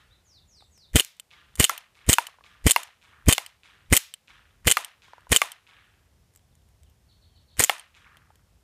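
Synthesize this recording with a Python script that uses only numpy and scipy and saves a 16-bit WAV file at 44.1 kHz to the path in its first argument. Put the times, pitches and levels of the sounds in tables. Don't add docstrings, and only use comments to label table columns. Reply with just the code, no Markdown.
import sys
import numpy as np
from scipy import signal
from scipy.fft import rfft, irfft, next_fast_len
from scipy.io import wavfile
from scipy.ndimage import uniform_filter1d

SR = 44100
rng = np.random.default_rng(int(sys.argv[2]) if len(sys.argv) > 2 else 0)


def generate_wav(sig):
    pcm = np.round(np.clip(np.atleast_2d(sig).T, -1, 1) * 32767).astype(np.int16)
    wavfile.write(sys.argv[1], SR, pcm)


def rack_gain(trim_db):
    fader = np.asarray(trim_db, float)
    return 10 ** (fader / 20)


N = 380583


def rms_one(x):
    return x / np.sqrt(np.mean(x ** 2) + 1e-20)


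def noise():
    return rng.standard_normal(N)


def band(x, low_hz, high_hz):
    return signal.sosfilt(signal.butter(2, [low_hz, min(high_hz, .45 * SR)], "band", fs=SR, output="sos"), x)


def highpass(x, hz):
    return signal.sosfilt(signal.butter(4, hz, "high", fs=SR, output="sos"), x)


def ring(force, hz, t60):
    r = rack_gain(-60 / (t60 * SR))
    w = 2 * np.pi * hz / SR
    return signal.lfilter([0, np.sin(w)], [1, -2 * r * np.cos(w), r * r], force + 1e-18)


def fading(force, ms):
    return signal.lfilter([1], [1, -np.exp(-1000 / (ms * SR))], force + 1e-18)


def lobes(times, heights, rise_ms, fall_ms):
    peaks = clicks(times, heights)
    return fading(peaks[::-1], rise_ms)[::-1] + fading(peaks, fall_ms) - peaks


def clicks(times, heights):
    out = np.zeros(N)
    np.add.at(out, np.round(np.asarray(times) * SR).astype(int), heights)
    return out


def convolve(x, response):
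    size = next_fast_len(N + len(response))
    return irfft(rfft(x, size) * rfft(response, size), size)[:N]


def struck(times, level_db, modes, t60, grit_ms, scrape=0):
    mode_hz, mode_db = np.transpose(modes)
    shares = rack_gain(mode_db + 2.5 * rng.standard_normal((len(times), len(modes))))
    shares = shares / np.sqrt(np.sum(shares ** 2, axis=1, keepdims=True))
    shares = shares * rack_gain(level_db)[:, None]
    out = 0
    for k, hz in enumerate(mode_hz):
        force = fading(clicks(times, shares[:, k]), grit_ms) + scrape * rack_gain(mode_db[k])
        out = out + ring(force * rng.choice([-1, 1], N), hz, t60)
    return out / np.sqrt(grit_ms * SR / 2000)


def scattered(table, onset_ms, clump_db):
    t = np.arange(SR) / SR
    clumps = [rms_one(band(rng.standard_normal(SR), 15, 200)) for _ in range(len(table) + 1)]
    shared = clumps[-1]
    tail = np.zeros(SR)
    for (hz, level_db, t60), own in zip(table, clumps):
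        envelope = rack_gain(level_db - 60 * t / t60 + clump_db * (.6 * shared + .8 * own))
        tail += envelope * band(rng.standard_normal(SR), hz / 1.4, hz * 1.4)
    return tail * (1 - np.exp(-1000 * t / onset_ms))


# (frequency [Hz], density [dB per Hz])
AIR_SPECTRUM = [(15, -47), (25, -17), (45, 5), (82, 4), (270, -21.5), (394, -20.5), (962, -25),
                (1230, -28.5), (1890, -29.5), (4370, -31.5), (9070, -34), (14800, -38.5), (16000, -53.5)]
# (time [s], level [dB])
WIND = [
    (0, -63.5),
    (.7, -63.5),
    (2.299, -63),
    (4.5, -62),
    (5.8, -63.5),
    (6.5, -61),
    (7.4, -59.5),
    (8.3, -60.5),
    (8.63, -64),
]


def air():
    hiss_db, split_hz = -59, 220
    hz = np.arange(N // 2 + 1) * SR / N + 1
    points_hz, points_db = np.transpose(AIR_SPECTRUM)
    shape = rack_gain(np.interp(np.log(hz), np.log(points_hz), points_db))
    bed = rms_one(irfft(rfft(noise()) * shape, N))
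    rumble = signal.sosfilt(signal.butter(4, split_hz, fs=SR, output="sos"), bed)
    hiss = highpass(bed, split_hz)
    lumps = rack_gain(1.5 * rms_one(band(noise(), 1.4, 4.6)))
    wind = rack_gain(np.interp(np.arange(N) / SR, *np.transpose(WIND)))
    return rack_gain(hiss_db) * hiss, wind * rms_one(rumble * lumps)


def ducking(depth_db, hold_s, back_s):
    t = np.arange(N) / SR
    drop = [np.interp(t - shot[0], [0, .01, hold_s, hold_s + back_s], [0, 1, 1, 0]) for shot in SHOTS]
    return rack_gain(-depth_db * np.max(drop, axis=0))


# (from [Hz], to [Hz])
LOW_HISS_HZ = (200, 470)


def ducked_air():
    hiss, rumble = air()
    drone = signal.sosfiltfilt(signal.butter(2, LOW_HISS_HZ, "band", fs=SR, output="sos"), hiss)
    bed = ducking(0.83, 0.17, 0.21) * (hiss - drone)
    return bed + ducking(13, 0.2, 0.15) * drone + ducking(17, 0.14, .4) * rumble


def insects():
    insects_hz, insects_db = 5300, -91
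    throb = rack_gain(4 * rms_one(band(noise(), 3, 30)))
    swell = np.interp(np.arange(N) / SR, [5.6, 6.2], [.3, 1])
    song = rms_one(band(noise(), insects_hz - 200, insects_hz + 200))
    return rack_gain(insects_db) * swell * throb * song


# (band centre [Hz], returned level [dB], t60 [s])
BARN = [(704, -68.5, 0.7), (1360, -51, 1), (2605, -51, .8), (5000, -60.5, 0.34), (8030, -71.5, 0.36),
        (13000, -85, 0.15)]


def far_barn():
    delay_s, slap_db, slap_ms = .349, -34.5, 1.2
    response = scattered(BARN, onset_ms=6.9, clump_db=4)
    n = SR // 10
    slap = np.exp(-np.arange(n) / (slap_ms / 1000 * SR)) * rng.standard_normal(n)
    response[:n] += rack_gain(slap_db) * band(slap, 2370, 3950)
    return np.concatenate([np.zeros(int(delay_s * SR)), response])


def earlier_shot(barn):
    returned = signal.fftconvolve(barn, rng.standard_normal(SR // 20))
    return rack_gain(-32.5) * np.pad(returned[int(.45 * SR):], (0, N))[:N]


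# (time [s], length [s], from [Hz], to [Hz], level [dB])
WHISTLES = [
    (0.1, 0.039, 3280, 4100, -68),
    (.135, 0.039, 4000, 3440, -80),
    (0.246, 0.15, 7400, 3410, -65.5),
    (0.474, .145, 7500, 3460, -64.5),
    (0.71, 0.15, 7400, 3450, -65.5),
    (6.505, 0.036, 4400, 3300, -82.5),
    (6.837, .045, 4000, 2660, -79),
    (7.268, 0.12, 3500, 2900, -83),
]
# (time [s], frequency [Hz], level [dB])
LISP = [
    (.552, 8800, -88),
    (0.565, 7900, -68),
    (0.601, 9300, -86),
    (0.625, 7600, -75),
    (0.668, 7700, -74),
    (0.692, 8800, -84),
    (.712, 7740, -72.5),
    (.74, 8200, -77.5),
    (0.831, 8450, -88.5),
]
# (time [s], length [s], level [dB])
CHURRS = [
    (7.085, 0.059, -65),
    (7.212, 0.058, -65),
    (7.349, 0.047, -64),
    (7.474, 0.081, -65.5),
]


def birds():
    out, t = np.zeros(N), np.arange(N) / SR
    for s, length, from_hz, to_hz, level_db in WHISTLES:
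        u = np.arange(int(length * SR)) / (length * SR)
        hz = from_hz + (to_hz - from_hz) * u ** .8
        swell = rack_gain(level_db + 9.2 * u) * np.sin(np.pi * u) ** 0.27
        out[int(s * SR):][:len(u)] += swell * np.sin(2 * np.pi * np.cumsum(hz) / SR)
    s, hz, level_db = np.transpose(LISP)
    loudness = rack_gain(np.interp(t, s, level_db, left=-200, right=-200))
    out += loudness * np.sin(2 * np.pi * np.cumsum(np.interp(t, s, hz)) / SR)
    for s, length, level_db in CHURRS:
        u = np.arange(int(length * SR)) / SR
        sweep = (u * 62 % 1) ** 2.1 * np.minimum(u / .03, 1)
        swell = rack_gain(level_db) * np.sin(np.pi * u / length) ** 0.39
        out[int(s * SR):][:len(u)] += swell * np.sin(2 * np.pi * np.cumsum(4450 - 1400 * sweep) / SR)
    u = np.arange(SR // 2) / SR
    smear = rack_gain(-33.0 - 60 * np.maximum(u - .04, 0) / 0.21) * rng.standard_normal(len(u))
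    return out + convolve(out, smear)


def after_each(times, rows):
    uneven_db, uneven_ms = 2.0, .4
    ms, *levels_db = np.transpose(rows)
    chance = rng.standard_normal((len(times), len(rows), 4))
    late_ms = uneven_ms * chance[..., 0] * (ms != 0)
    s = np.asarray(times)[:, None] + (ms + late_ms) / 1000
    return [s] + [db + uneven_db * chance[..., k + 1] for k, db in enumerate(levels_db)]


# (time [s], grip [dB], frame ring [dB], slide ring [dB])
TICKS = [(0.6078, -49, -71, -65), (0.7776, -54, -63, -56), (7.7814, -76, -70, -43),
         (1.167, -73, -70, -56.5), (1.5546, -59, -40, -35.5), (1.5603, -61, -61, -41),
         (5.207, -64, -57, -60), (6.3378, -70.5, -79, -62), (6.3505, -78, -79, -58), (6.36, -71, -80, -48),
         (6.373, -74, -76, -56), (6.3931, -58, -61, -69), (6.5527, -68, -71, -57.5),
         (6.6185, -66, -70, -72), (6.8979, -78, -76, -59), (6.6879, -65.5, -73, -62),
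         (6.8328, -66, -64, -54), (8.17, -47, -44.5, -52.5), (8.3562, -51.5, -62, -54.5)]
# (time after the valve [ms], grip [dB], frame ring [dB], slide ring [dB])
SEAR = [
    (-24.5, -43, -55, -47),
    (-17, -34.5, -51.5, -49.5),
]
# (time [s], push height, blow-back height, grip ring [dB], frame ring above usual [dB])
SHOTS = [
    (0.9573, 0.68, -.45, 1.5, 3),
    (1.598, 0.13, -0.57, 0, 4),
    (2.0901, .36, -0.65, -5.5, -4.5),
    (2.6658, 0.85, -0.3, 0, -2.5),
    (3.2844, 1.0, -0.8, 3, -2.5),
    (3.9258, 0.64, -0.38, 5, -6.5),
    (4.671, 0.28, -0.3, 7.5, 6),
    (5.3183, 0.23, -0.36, 5, 4.5),
    (7.594, 0.084, -0.132, 3, -9),
]
# (time after the valve [ms], grip [dB], frame ring [dB], slide ring [dB])
OPENING = [
    (0, -18, -20.5, -9.5),
    (5.7, -10, -19.5, -17),
    (10, -13, -17, -14),
    (16, -21.5, -22, -20),
]
# (time [s], strength [dB], frame ring above usual [dB])
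SLAMS = [
    (0.9969, -1, 3.5),
    (1.6418, 1, 2),
    (2.1301, -0.5, -2.5),
    (2.7089, -0.5, 0),
    (3.3254, 2.5, 1.5),
    (3.9662, 0.5, -2.5),
    (4.713, 1, -1.5),
    (5.362, -0.5, 1.5),
    (7.638, 1.5, -14.5),
]
# (time after the slam [ms], grip [dB], frame ring [dB], slide ring [dB])
CLOSING = [
    (-16.5, -26, -26, -20),
    (-9.5, -25.5, -26, -19.5),
    (0, -18.5, -7, -5.5),
    (7, -22, -11, -11.5),
    (23, -38, -31.5, -37.5),
]
# (time [s], level [dB])
RESETS = [
    (1.1979, -33.5),
    (1.7779, -29.5),
    (2.2685, -31),
    (2.8323, -32.5),
    (3.4628, -33),
    (4.139, -32),
    (4.8465, -29),
    (5.5182, -32.5),
    (7.7957, -37.5),
]


def contacts():
    valve, _, _, grip_db, frame_db = np.transpose(SHOTS)[..., None]
    slam, slam_db, slam_frame_db = np.transpose(SLAMS)[..., None]
    s, grip, frame, slide = after_each(valve[:, 0], OPENING)
    opening = np.reshape([s, grip + grip_db, frame + frame_db, slide], (4, -1))
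    s, grip, frame, slide = after_each(slam[:, 0], CLOSING)
    closing = np.reshape([s, grip + slam_db, frame + slam_db + slam_frame_db, slide + slam_db], (4, -1))
    s, reset_db = np.transpose(RESETS)
    resets = [s, reset_db - 21, reset_db + 0.5, reset_db]
    sear = np.reshape(after_each(valve[:, 0], SEAR), (4, -1))
    return np.hstack([opening, closing]), np.hstack([sear, resets, np.transpose(TICKS)])


# (time after the valve [s], scraping level [dB])
STROKE = [
    (-.022, -58.5),
    (-.007, -41),
    (-.002, -31.5),
    (0.002, -19),
    (0.022, -30.5),
    (0.032, -24),
    (.039, -29),
    (.050, -27.5),
    (0.061, -62.5),
]


def scraping():
    hush_ms, hush_db, burr_db = 4.0, -9.5, 4
    after, scrape_db = np.transpose(STROKE)
    t = np.arange(N) / SR
    stroke = sum(rack_gain(np.interp(t - shot[0], after, scrape_db, left=-200, right=-200)) for shot in SHOTS)
    hush = sum(hush_db * ((t > s - hush_ms / 1000) & (t < s)) for s, *_ in SLAMS)
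    return stroke * rack_gain(hush) * rack_gain(burr_db * rms_one(band(noise(), 100, 1200)))


# (frequency [Hz], level [dB])
GRIP = [(480, -3.5), (760, -10), (1120, -8.5), (1500, -12), (1850, -2), (2080, -1), (2420, -0.5)]
# (frequency [Hz], level [dB])
FRAME = [(2780, -11), (2990, 0), (3130, -1), (3560, -9), (4300, -14)]
# (frequency [Hz], level [dB])
SLIDE = [(4950, -14), (5600, -16.5), (6550, -6.5), (6950, -3), (7300, -6), (7700, -1.5), (8200, -3),
         (8650, -1.5), (9100, -2.5), (9600, -6), (10200, -7), (11000, -8), (11700, -11.5), (12600, -8),
         (13400, -6), (14100, -6), (14900, -11)]


def pistol(blows, ticks):
    grip_t60_s, frame_t60_s, slide_t60_s = 0.013, 0.02, 0.017
    burrs = scraping()
    s, grip_db, frame_db, slide_db = np.hstack([blows, ticks])
    grip = struck(s, grip_db - 3.0, GRIP, grip_t60_s, grit_ms=0.067, scrape=rack_gain(-24.0) * burrs)
    frame = struck(s, frame_db + 0.1, FRAME, frame_t60_s, grit_ms=0.095, scrape=rack_gain(-27) * burrs)
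    slide = struck(s, slide_db + 1.0, SLIDE, slide_t60_s, grit_ms=.5, scrape=rack_gain(-17.0) * burrs)
    snap = fading(clicks(s, rack_gain(slide_db - 7.5)), 1.0) + rack_gain(-2.0) * burrs
    snap += fading(clicks(ticks[0], rack_gain(ticks[3] - 4)), 2.5)
    snap = band(snap * noise(), 1200, 13000)
    return grip + band(frame, 1700, 4800) + band(slide, 2500, 14000) + snap


# (time [s], peak [dB], frequency [Hz])
SKIPS = [(0.623, -46, 829), (2.286, -39, 1120), (2.342, -49, 1150), (2.386, -45, 996), (2.409, -43, 1150),
         (2.444, -46, 1160), (2.888, -48, 915), (5.082, -46, 1030), (5.134, -34, 977), (5.181, -39, 980),
         (5.219, -60, 1230), (5.269, -40, 1000), (8.304, -46, 864)]


def skips(t60_s=.021):
    out = np.zeros(N)
    for s, knock_db, hz in SKIPS:
        soft = fading(clicks([s], .1), .25)
        out += rack_gain(knock_db + 3) * (ring(soft, hz, t60_s) + .5 * ring(soft, 1.45 * hz, t60_s))
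    s, knock_db, _ = np.transpose(SKIPS)
    grit = fading(clicks(s, rack_gain(knock_db - 6)), 1.2)
    return out + band(grit * noise(), 540, 3780)


# (time [s], panel [Hz], panel level [dB], flap [Hz], flap level [dB])
BOX_HITS = [
    (1.6953, 1360, -11, 1390, -13),
    (2.1842, 943, -7.5, 1460, -14.5),
    (2.7618, 950, -10.5, 2810, -12.5),
    (3.3808, 990, -35, 2090, -18.5),
    (4.7699, 1208, -12.5, 1990, -12),
    (5.4173, 1150, -9.5, 2170, -12),
    (7.6956, 1294, -16.5, 1840, -11.5),
]
# (frequency [Hz], level [dB])
CARDBOARD = [(560, -18), (810, 1), (1050, -0.5), (1190, -10), (1420, -4.5), (1690, -4.5), (2100, 1),
             (2400, -5.5), (2750, -1.5), (3450, -2.5), (4300, -12.5)]
# (band centre [Hz], level [dB], t60 [s])
THICKET = [(900, -12.5, 0.28), (1400, -17.5, 0.4), (2392, -16.5, 0.39), (4445, -23.5, 0.27),
           (7900, -19, .2), (13000, -31.5, .16)]


def box():
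    t60_s, crack_db, crack_ms = .016, -9, .5
    miss_s, miss_db = 1.048, -19
    out = skips()
    for s, panel_hz, panel_db, flap_hz, flap_db in BOX_HITS:
        hit = clicks([s], 1)
        out += rack_gain(panel_db - 1.5) * ring(hit, panel_hz, 2.1 * t60_s)
        out -= rack_gain(flap_db - 1.5) * ring(hit, flap_hz, t60_s)
    s, _, _, _, flap_db = np.transpose(BOX_HITS)
    crack = fading(clicks(s, rack_gain(crack_db)) + clicks([miss_s], rack_gain(miss_db)), crack_ms)
    out += band(crack * rng.choice([-1, 1], N), 2200, 15500)
    out += struck(s, flap_db + 6.5, CARDBOARD, t60_s, grit_ms=0.97)
    woods = convolve(clicks(s, rack_gain(flap_db)), scattered(THICKET, onset_ms=1.5, clump_db=2.5))
    return highpass(out, 480) + woods


# (band centre [Hz], scattered level [dB], t60 [s])
GROVE = [(700, -52, .3), (1430, -42.5, 0.36), (2800, -36.5, 0.4), (5000, -38.5, .33), (8000, -37, 0.24),
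         (13000, -42, 0.26)]


def grove(blows):
    s, grip_db, _, slide_db = blows
    reports = clicks(s, rack_gain((grip_db + slide_db) / 2 + 12) * rng.choice([-1, 1], len(s)))
    return convolve(reports, scattered(GROVE, onset_ms=2.0, clump_db=2.0))


BLOW_BACK_LAG_S = .0058


def gas():
    push_lag_s, suction_lead_s, suction_share = .00055, .0072, 0.46
    valve, push, blow_back = np.transpose(SHOTS)[:3]
    s = valve + push_lag_s
    drawn = lobes(s - suction_lead_s, -1.15 * suction_share * push, rise_ms=4.0, fall_ms=1.0)
    pushed = lobes(s - .0002, 1.3 * push, rise_ms=.45, fall_ms=1.15)
    snapped = lobes(valve + BLOW_BACK_LAG_S, 1.3 * blow_back, rise_ms=.4, fall_ms=1.2)
    return uniform_filter1d(uniform_filter1d(drawn, size=40) + pushed + snapped, size=20)


def muzzle():
    s = np.transpose(SHOTS)[0]
    gun = clicks(s, .8) + clicks(s + BLOW_BACK_LAG_S, .9) + clicks(s + .012, .6) + clicks(s + .043, .5)
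    hit, hit_db = np.transpose(BOX_HITS)[[0, 4]]
    carton = band(fading(clicks(hit, rack_gain(hit_db + 9)), 0.27) * noise(), 800, 2600)
    return rack_gain(-4.5) * (fading(gun, 0.095) * rng.choice([-1, 1], N) + carton)


def scene():
    blows, ticks = contacts()
    barn = far_barn()
    background = ducked_air() + insects() + earlier_shot(barn) + birds()
    direct = pistol(blows, ticks) + box() + gas()
    answers = grove(blows) + convolve(muzzle(), barn)
    return (background + direct + answers)[None]


def top_cut(x):
    return signal.sosfilt(signal.butter(12, 16460, fs=SR, output="sos"), x)


def record(dry):
    x = signal.sosfiltfilt(signal.butter(2, 40, "high", fs=SR, output="sos"), dry)
    x = x / (1 + np.abs(x / .92) ** 6) ** (1 / 6)
    x = signal.sosfiltfilt(signal.cheby2(6, 20, 15900, fs=SR, output="sos"), x)
    return top_cut(x)


dry = scene()
out = record(dry)
generate_wav(out)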